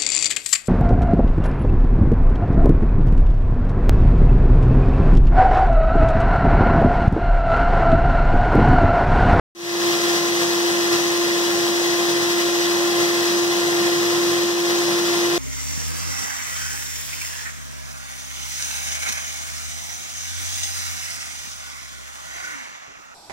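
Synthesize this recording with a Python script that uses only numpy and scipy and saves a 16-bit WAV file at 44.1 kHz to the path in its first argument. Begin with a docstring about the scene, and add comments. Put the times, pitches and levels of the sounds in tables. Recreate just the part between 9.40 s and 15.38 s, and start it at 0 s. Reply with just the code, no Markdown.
"""After a moment of silence, the blower of an air track fades in, close by in a classroom laboratory.
Air rushes through the hose and hisses from the track's holes, floating a silent glider, while the motor
hums at its shaft rate and whines on higher orders. A few brief swells come early; then the hum creeps up
in pitch and level, and after two more swells the sound dips near five seconds and runs on.
All of it is heard through a camera's two cross-fed microphone ports."""
import sys
import numpy as np
from scipy import signal
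from scipy.fft import rfft, irfft
from scipy.io import wavfile

SR = 44100
rng = np.random.default_rng(int(sys.argv[2]) if len(sys.argv) > 2 else 0)


def unload_audio(sound):
    """Save the sound as a 16-bit wav file, at the path given as the first command line argument."""
    columns = np.transpose(np.atleast_2d(sound))
    # keep every value between -1 and 1, then stretch to whole-number steps
    steps = np.round(np.clip(columns, -1, 1) * 32767)
    wavfile.write(sys.argv[1], SR, steps.astype(np.int16))


N = 263718
TIME, BINS = np.arange(N) / SR, np.fft.rfftfreq(N, 1 / SR)

# Stereo image of the microphone ports. Each row: frequency in Hz, share fed across, left over right in dB.
PORT_CROSSFEED = [(60, .1, 0), (121, .65, -2), (196, .27, 4), (253, .05, 3), (398, 0.62, 5),
                  (560, 0.37, 4.5), (696, 0.3, 3), (840, .59, 9.5), (1110, .9, -3.5), (1270, .47, 2),
                  (1480, 0.7, -2), (1958, 0.51, 9), (2090, 1, 12), (2274, 1, -4), (2450, .45, 1.5),
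                  (2800, 0.35, 0), (3050, 0.68, 3), (3270, .71, 3), (3480, .31, -0.5), (3680, .03, 1.5),
                  (4200, .31, 2.5), (4460, .8, 8), (4700, .2, -3), (5100, .3, 6.5), (5450, 0.5, 2),
                  (5900, 0.6, 5), (6330, 0.39, 9), (7250, 0.045, 0), (7540, 0.37, -1), (7700, .37, 5),
                  (8250, .22, 1.5), (9700, .11, 0), (11300, .02, 0.5), (13500, .02, 2), (15300, .03, 5.8)]
# Lag of the crossfeed. Each row: frequency in Hz, lag in half cycles (whole numbers add or cancel).
CROSSFEED_LAG = [(100, .75), (200, 1.17), (280, 1), (1280, 1), (1500, 1.66), (1800, 1.79), (2050, 1.93),
                 (2125, 1.99), (2215, 2.01), (2340, 2.1), (2470, 2.58), (2750, 2.4), (3280, 3), (4400, 4),
                 (5470, 5.1), (6500, 5.9), (7450, 7), (9750, 8.9), (15300, 14)]
# Brief swells and dips. Each row: middle in seconds, length in seconds, hum in dB, air in dB.
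SWELLS = [(0.493, 0.1, 1.5, 1), (.61, 0.08, -2, 0.5), (0.737, 0.19, 1.3, 1.8), (.91, .07, 0.5, -.9),
          (1.033, .07, 2, 2.1), (1.44, 0.062, -0.5, -0.6), (1.536, 0.097, 3.5, 2.5),
          (3.617, 0.11, 2.5, 2.8), (4.47, .06, 2.2, 1), (5.06, 0.081, -1.2, -2.2), (5.17, 0.25, -1.6, -2.5)]
# Tone curve of the turbulent air. Each row: frequency in Hz, relative level in dB.
RUSH_CURVE = [(30, -29), (55, -29.5), (105, -12.5), (195, -6.5), (280, -3.5), (520, -3.5), (850, -6),
              (1450, -5), (2450, -3.5), (3300, -1), (4200, -.5), (5300, -2), (6250, -2), (6600, -7.5),
              (7600, -8.5), (9500, -11.5), (11500, -16), (15500, -14.5)]
# Peaks in the rushing air's tone, as heard through the microphones.
# Each row: centre in Hz, width in Hz, boost in dB.
RUSH_PEAKS = [(68.5, 8, 10), (112, 12, 7.5), (154.1, 9.5, 12.5), (191, 39, 7.5), (454, 28, 4.5),
              (530, 75, 4.5), (583, 4.7, 5), (748, 115, 5.5), (1080, 210, 4), (1734, 320, 8),
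              (2007, 147, 8), (3340, 94, 1.5), (5100, 180, 2)]
# The motor's slow drift. Each row: time in seconds, shaft speed in turns per second.
SHAFT_SPEED = [(.3, 345.8), (1.1, 345.55), (2.7, 346.4), (4.1, 346.75), (4.85, 347.1), (5.7, 346.75)]
# The motor's tones. Each row: shaft order, offset in steps of the torque ripple, left lead in radians.
MOTOR_TONES = [(1, 0, -.62), (2, 0, .1), (3, 0, 0), (4, 0, .3), (5, 0, 2.3), (6, 0, 3.14), (8, 0, -1.7),
               (12, 0, 2.9), (18, 0, 2.2), (1, -1, 1.4), (1, 1, .6), (2, -1, .5), (2, 1, 0), (2, 2, 0),
               (3, 1, -.2), (0, 3, -1.1), (3, -1, .6), (1, 2, .5)]
# The mix of those tones, in the same order. Each row: left in dB, right in dB, unsteadiness from 0 to 1.
TONE_MIX = [(-22.5, -21.4, .06), (-34.8, -44.8, .08), (-39.3, -39, .2), (-54, -42.2, .3), (-48, -42.6, .4),
            (-42.7, -42.6, .4), (-51, -59, .4), (-45, -49, .45), (-34.2, -43, .17), (-50, -52, .5),
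            (-42.8, -50.4, .4), (-46.2, -48.6, .45), (-46, -47, .35), (-46, -46.5, .35),
            (-48.8, -49.2, .35), (-47, -50, .4), (-50, -53, .3), (-52, -53, .4)]


def gain_of(db):
    """Decibels to a gain factor."""
    return 10 ** (np.asarray(db) / 20)


def curves(rows):
    """Each column of a frequency table, drawn across all bins on a log axis."""
    hz, *columns = np.transpose(rows)
    return [np.interp(np.log(BINS + 1), np.log(np.sort(hz) + 1), column) for column in columns]


def unit_rms(x):
    """Normalise to rms 1."""
    return x / np.sqrt(np.mean(x ** 2) + 1e-20)


def wander(rate_hz):
    """A random modulator of rms 1, moving at up to about the given rate."""
    return unit_rms(irfft(rfft(rng.standard_normal(N)) / np.sqrt(1 + (BINS / rate_hz) ** 4), N))


def room_ripple(decay_s=0.011):
    """Reflections leave fixed narrow peaks and dips in the spectrum: rms 1 over frequency."""
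    echoes = rng.standard_normal(N) * TIME * np.exp(-TIME / decay_s)
    return unit_rms(rfft(echoes).real)


def microphone_ports():
    """Spectra of diffuse noise at two ports, each minus a late share of the other."""
    share, lean_db = curves(PORT_CROSSFEED)
    share = np.clip(share, 0, .995)
    half_cycles, = curves(CROSSFEED_LAG)
    balance = gain_of(np.array([lean_db, -lean_db]) / 2)
    ports = rfft(rng.standard_normal((2, N))) * balance
    crossfeed = share * np.exp(-1j * np.pi * half_cycles) * ports[::-1]
    power = (1 + share ** 2) * (balance ** 2).mean(0)
    return (ports - crossfeed) / np.sqrt(power)


def swells():
    """Level rides for the hum and the air in dB: flat, but for a few smooth bumps."""
    ride_db = np.zeros((2, N))
    for middle, length, hum_db, air_db in SWELLS:
        bump = np.cos(np.pi * np.clip((TIME - middle) / length, -.5, .5)) ** 2
        ride_db += np.outer([hum_db, air_db], bump)
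    return ride_db


def air_rush(air_gain, level_db=-22.5, flutter_db=0.57, ripple_db=1.53, ripple_top_hz=7000):
    """A fluttering bed of turbulence with peaks in its tone; the room's ripple eases in the treble."""
    colour_db, = curves(RUSH_CURVE)
    colour_db += sum(db / (1 + (2 * (BINS - hz) / width) ** 2) for hz, width, db in RUSH_PEAKS)
    colour_db += ripple_db * room_ripple() / np.hypot(1, BINS / ripple_top_hz)
    rush = unit_rms(irfft(microphone_ports() * gain_of(colour_db), N))
    return rush * air_gain * gain_of(level_db + flutter_db * wander(rate_hz=18))


def blower_motor(air_gain, swell_db, torque_hz=120, jitter_hz=.04, waver_hz=4,
                 hum_trim_db=-0.07, hum_db_per_hz=0.9, flutter_db=0.5):
    """Shaft orders throb with sidebands from the mains torque ripple; moving air makes each tone waver."""
    speed = np.interp(TIME, *np.transpose(SHAFT_SPEED)) + jitter_hz * wander(waver_hz)
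    turns = np.cumsum(speed) / SR
    speed_db = hum_db_per_hz * (speed - speed.mean())  # faster is louder
    hum_gain = gain_of(hum_trim_db + speed_db + swell_db + flutter_db * wander(rate_hz=20))
    mix = np.zeros((2, N))
    for (order, step, lead), (left_db, right_db, unsteady) in zip(MOTOR_TONES, TONE_MIX):
        wobble = (wander(waver_hz) + 1j * wander(waver_hz)) / np.sqrt(2)  # in level and phase
        waver = (1 + unsteady * wobble) / np.sqrt(1 + unsteady ** 2)
        scatter = .1 * rng.standard_normal()  # reflections shift the phase, in cycles
        tone = waver * np.exp(2j * np.pi * (order * turns + step * torque_hz * TIME + scatter))
        pan = gain_of([[left_db], [right_db]]) * np.array([[np.exp(1j * lead)], [1]])
        ride = hum_gain if (order, step) == (1, 0) else air_gain  # all but the hum swell with the air
        mix += np.sqrt(2) * (pan * tone).real * ride
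    return mix


def scene():
    """The bed of air with the motor on top, in stereo."""
    hum_db, air_db = swells()
    air_gain = gain_of(air_db)
    return air_rush(air_gain) + blower_motor(air_gain, hum_db)


def record(dry, start_s=0.15, opening_gain=0.051, fade_s=0.31, cutoff_hz=15740):
    """The input opens at a low gain and fades in evenly; a steep low-pass trims the top."""
    fade = (TIME >= start_s) * np.clip(opening_gain + (TIME - start_s) / fade_s, 0, 1)
    low_pass = signal.firwin(1023, cutoff_hz, window=("kaiser", 9), fs=SR)
    return signal.oaconvolve(dry * fade, low_pass[None], "same")


dry = scene()
out = record(dry)
unload_audio(out)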